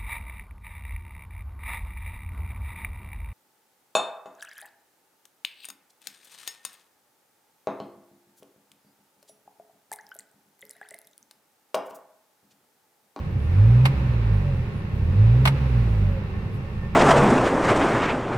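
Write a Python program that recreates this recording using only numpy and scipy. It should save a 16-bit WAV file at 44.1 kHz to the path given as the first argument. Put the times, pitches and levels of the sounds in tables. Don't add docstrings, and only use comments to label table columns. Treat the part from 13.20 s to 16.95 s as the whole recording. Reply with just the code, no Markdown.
import sys
import numpy as np
from scipy import signal
from scipy.fft import rfft, irfft, next_fast_len
from scipy.io import wavfile
from scipy.ndimage import map_coordinates

SR = 44100
rng = np.random.default_rng(int(sys.argv[2]) if len(sys.argv) > 2 else 0)


def rack_gain(trim_db):
    fader = np.asarray(trim_db, float)
    return 10 ** (fader / 20)


def int16_out(signal):
    q = np.round(np.clip(np.atleast_2d(signal).T, -1, 1) * 32767)
    wavfile.write(sys.argv[1], SR, q.astype(np.int16))


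N = 165375
TIME = np.arange(N) / SR
MID_RATE_HZ = 47.5

# (throttle opens [s], lifts [s], idle control returns [s])
BLIPS = [
    (.12, 0.649, 1.434),
    (1.716, 2.262, 2.97),
]
# (frequency [Hz], left-right likeness [-1 to 1])
CABIN_ALIKE = [(60, 0.92), (180, 0.73), (550, 0.75), (1650, -0.048), (4970, -0.023), (15000, -1.1)]


def unit(x):
    return x / np.sqrt(np.mean(x ** 2) + 1e-20)


def along(points, hz):
    f, v = np.transpose(points)
    return np.interp(np.log(hz + 1), np.log(f + 1), v)


def colour(points):
    return lambda hz: rack_gain(along(points, hz))


def wobble(rate):
    knots = rng.standard_normal(int(N * rate / SR) + 4)
    return map_coordinates(knots, [np.arange(N) * rate / SR])


def filtered(x, response):
    m = next_fast_len(N + SR // 2)
    return irfft(rfft(x, m) * response(np.fft.rfftfreq(m, 1 / SR)), m)[..., :N]


def resonances(peaks, f):
    total = 0
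    for k, (centre, width, db) in enumerate(peaks):
        damping = 1j * f * width
        total = total + (-1) ** k * rack_gain(db) * damping / (centre * centre - f * f + damping)
    return total


def pair(response, alike, lead=None):
    def mid_side(hz):
        turn = np.arccos(np.clip(along(alike, hz), -1, 1)) / 2
        return response(hz) * [np.cos(turn), np.sin(turn)]

    mid, side = filtered(rng.standard_normal((2, N)), mid_side)
    both = np.array([mid + side, mid - side])
    if lead:
        both = filtered(both, lambda hz: np.exp([.5j * lead(hz), -.5j * lead(hz)]))
    return unit(both)


def blip_state():
    step = lambda s: np.tanh((TIME - s) / 0.025) / 2
    idle = 1 - sum(step(opens) - step(returns) for opens, lifts, returns in BLIPS)
    overrun = sum(step(lifts) - step(returns) for opens, lifts, returns in BLIPS)
    return idle, overrun


def engine_controls():
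    # (time [s], firing-pair rate [Hz], single-firing order level [dB], pair order level [dB])
    engine = [(0.0, 32.2, -14, -33), (0.12, 30.43, -32, -59), (0.22, 34.86, -27.5, -37.5),
              (0.38, 49.8, -12, -25), (0.49, 56.86, -14.5, -20.5), (0.69, 67.4, -19, -28),
              (0.79, 65.65, -22, -24.5), (1.15, 50.88, -24, -22.5), (1.62, 32.73, -30.5, -43),
              (1.72, 31.52, -31, -36), (1.83, 35.62, -27, -27.5), (1.97, 49.54, -12.5, -28.5),
              (2.09, 57.6, -15, -19.5), (2.29, 67.7, -20.5, -25.5), (2.39, 67.43, -22.5, -23.5),
              (2.81, 50.04, -23, -22.5), (3.21, 34.4, -26.5, -27), (3.75, 27.85, -16, -42)]
    s, *columns = np.transpose(engine)
    return [np.interp(TIME, s, column) for column in columns]


def rumble():
    deep = filtered(rng.standard_normal(N), lambda f: 1 / (1 + (f / 30) ** 4))
    return rack_gain(-35) * unit(deep)


def far_hiss(octaves):
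    # (frequency [Hz], level [dB per Hz])
    hiss_colour = [(2940, -26), (5000, 1.5), (6760, -5.5), (11700, -6.5), (12700, -11), (15100, -7),
                   (16000, -11)]
    # (frequency [Hz], left-right likeness [-1 to 1])
    hiss_alike = [(5000, .05), (15000, .1)]
    level_db = -63.5 + 4 * octaves + 1.0 * wobble(5)
    return rack_gain(level_db) * pair(colour(hiss_colour), hiss_alike)


def fuel_pump(octaves):
    # (frequency [Hz], width [Hz], level [dB])
    whines = [(1090, 35, -60), (1803, 9, -61), (2710, 30, -64)]
    # (time [s], rise [dB])
    flares = [
        (.1, 2),
        (.95, 9),
        (3.08, 3),
        (3.45, 4),
        (3.65, 7),
    ]
    flare_db = sum(db * np.exp(-((TIME - s) / 0.098) ** 2) for s, db in flares)
    lines = []
    for centre, width, db in whines:
        line = pair(lambda f: resonances([(centre, width, 0)], f) ** 2, CABIN_ALIKE)
        lines.append(rack_gain(db + 2 * wobble(6)) * line)
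    return rack_gain(-3 * octaves) * (lines[0] + rack_gain(flare_db) * lines[1] + lines[2])


def trim_creaks():
    # (time [s], centre [Hz], width [Hz], length [s], level [dB])
    creaks = [
        (.12, 14000, 2970, 0.019, -69),
        (.24, 10200, 508, 0.054, -69),
        (.47, 13600, 3070, 0.011, -68),
        (1.15, 9916, 900, 0.041, -69),
        (1.58, 10100, 502, 0.044, -67.5),
        (1.76, 14000, 2920, 0.028, -68),
        (2.93, 11850, 700, .06, -71),
        (3.35, 10660, 3480, .025, -65),
    ]
    out = np.zeros((2, N))
    t = np.arange(-4096, 4096) / SR
    f = np.fft.rfftfreq(len(t), 1 / SR)
    for s, hz, width, length, db in creaks:
        spectrum = rfft(rng.standard_normal((2, len(t)))) * np.exp(-((f - hz) / width) ** 2)
        band = unit(irfft(spectrum))
        start = round(s * SR) - len(t) // 2
        out[:, start:][:, :len(t)] += rack_gain(db) * np.exp(-(t / length) ** 2) * band
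    return out


def pedal_clacks():
    # (time [s], peak level [dB])
    clacks = [
        (.6525, -17),
        (2.252, -14),
        (2.272, -16.5),
    ]
    # (frequency [Hz], level [dB per Hz])
    stop_colour = [(350, -40.5), (600, -6), (1290, -6), (1640, -7), (2210, -5.5), (4110, -15), (7110, -30),
                   (9890, -25.5), (16000, -34.5)]
    # (frequency [Hz], width [Hz], level [dB])
    lever_peaks = [(910, 40, 0), (1280, 80, -5), (2170, 30, -1), (2900, 60, -8), (4100, 60, -12),
                   (8040, 90, -22), (9810, 90, -22)]
    # (frequency [Hz], left-right likeness [-1 to 1])
    clack_alike = [(600, 0.34), (2000, 0.48), (12000, 0.27)]
    # (frequency [Hz], phase lead of the left [radians], negative for a lag)
    left_lead = [(700, 0), (2150, -3.6), (4390, -4), (6200, -8.7), (9470, -15.4), (14800, -28.7)]
    lever = [(centre, width + 40, db) for centre, width, db in lever_peaks]
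    out = 0
    for s, db in clacks:
        since = np.clip(TIME - s, 0, None)
        rise = 1 - np.exp(-(since / .0025) ** 2)
        decay = np.exp(-since / .0075) + rack_gain(-12) * np.exp(-since / .015)
        shape = rise * decay
        burst = lambda response: shape * pair(response, clack_alike, lambda f: along(left_lead, f))
        rattle = unit(burst(colour(stop_colour)))
        ring = unit(filtered(burst(lambda f: f > 600), lambda f: resonances(lever, f)))
        out = out + rack_gain(db - 4) * np.std(shape) * 2 * unit(rattle + rack_gain(-4) * ring)
    return out


def valve_gear(octaves, turns):
    # (frequency [Hz], level [dB per Hz])
    gear_colour = [(320, -24), (550, -4), (695, -23), (757, -10), (1590, -15), (2630, -16.5), (3150, -25),
                   (3900, -25.5), (7000, -46), (9100, -74), (15400, -120)]
    level_db = -42 + 5.5 * octaves + 0.46 * wobble(8)
    gate = 1 + 0.1 * np.cos(4 * np.pi * turns)
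    return rack_gain(level_db) * gate * pair(colour(gear_colour), CABIN_ALIKE)


def panel_drone(octaves):
    # (frequency [Hz], level [dB per Hz])
    panel_colour = [(88, -37), (150, -8), (201, -3), (242, -22.5), (383, -14.5), (416, -15), (541, -24.5),
                    (900, -35), (1170, -59.5), (1980, -120)]
    pull_db = 2 * (1 - sum(blip_state()))
    level_db = -37 + pull_db + 2.5 * octaves + 0.62 * wobble(9.8)
    return rack_gain(level_db) * pair(colour(panel_colour), CABIN_ALIKE)


def uneven_burns(turns):
    cylinders = [0.37, 0.026, -0.38, -1.65, 0.19, 0.41]
    # (frequency [Hz], width [Hz], level [dB])
    cabin_modes = [(54.7, 22.3, -4.5), (99.9, 34.1, 0), (149.3, 23.8, -2.5), (210.6, 55, -12.5)]
    idle, overrun = blip_state()
    pull = 1 - idle - overrun
    level_db = idle * -28.5 + overrun * -30 + pull * -30
    whole = np.arange(1, int(turns[-1]))
    second = whole - 1 + 90 / 240
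    when = np.column_stack([second, whole]).ravel()
    size = np.resize(cylinders, len(when)) + .55 * rng.standard_normal(len(when))
    blows = unit(np.bincount(np.searchsorted(turns, when), size, N))
    shaking = .8 * rng.standard_normal(N)
    cabin = lambda f: resonances(cabin_modes, f) / (1 + 1j * f / 260) ** 2
    return rack_gain(level_db) * unit(filtered(blows + shaking, cabin))


def order_tone(order, turns, db, waver_db):
    phase = 2 * np.pi * order * turns + 0.23 * order * wobble(9)
    return np.sqrt(2) * rack_gain(db + waver_db * wobble(14)) * np.sin(phase)


def overrun_whine(rate, turns):
    order, panel_hz, width_hz = 12.5, 556, 45
    panel = np.exp(-((order * rate - panel_hz) / width_hz) ** 2) * (np.gradient(rate) < 0)
    return panel * order_tone(order, turns, -42, waver_db=5.0)


def firing_orders(rate, turns, single_db, pair_db):
    # (multiple of pair rate, level [dB])
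    upper_orders = [(3, -29), (4, -33), (5, -40), (6, -42.5)]
    # (frequency [Hz], gain [dB])
    order_path = [(60, -8.5), (95, 2.5), (125, -2), (150, -2), (175, -9.5), (200, -16.5), (250, -7.5),
                  (300, -17.5), (400, -9)]
    # (frequency [Hz], gain [dB])
    boom_path = [(85, 0), (96, -4.5), (104, 1.5), (116, 2)]
    idle, overrun = blip_state()
    pull = 1 - idle - overrun

    def reversal(lag):
        return np.prod([np.tanh((TIME - lifts - lag) / .04) for opens, lifts, returns in BLIPS], axis=0)

    boom_db = single_db + pull * along(boom_path, 2 * rate)
    single = reversal(.13) * order_tone(2, turns, boom_db, waver_db=0.9 + 1.5 * overrun)
    paired = reversal(.06) * order_tone(0.99, turns, pair_db, waver_db=0.5)
    upper = sum(order_tone(k, turns, db + along(order_path, k * rate), waver_db=2.5) for k, db in upper_orders)
    return rack_gain(-17 * idle) * (single + paired) + rack_gain(-11 * idle) * upper


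def scene():
    rate, single_db, pair_db = engine_controls()
    turns = np.cumsum(rate) / SR
    octaves = np.log2(rate / MID_RATE_HZ)
    background = rumble() + far_hiss(octaves) + fuel_pump(octaves) + trim_creaks()
    near = pedal_clacks() + valve_gear(octaves, turns) + panel_drone(octaves)
    engine = uneven_burns(turns) + overrun_whine(rate, turns) + firing_orders(rate, turns, single_db, pair_db)
    return background + near + engine


def top_cut(x):
    return signal.sosfilt(signal.butter(12, 16660, fs=SR, output="sos"), x)


def record(dry):
    # (frequency [Hz], left over right [dB])
    port_tilt = [(60, -2.5), (180, -0.5), (550, -2.5), (1650, -1.0), (4970, -0.5), (15000, -2)]

    def ports(hz):
        half_db = along(port_tilt, hz) / 2
        low_cut = (1j * hz / (18 + 1j * hz)) ** 2
        return rack_gain([half_db, -half_db]) * low_cut * (hz < 15850)

    return top_cut(filtered(dry, ports))


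dry = scene()
out = record(dry)
int16_out(out)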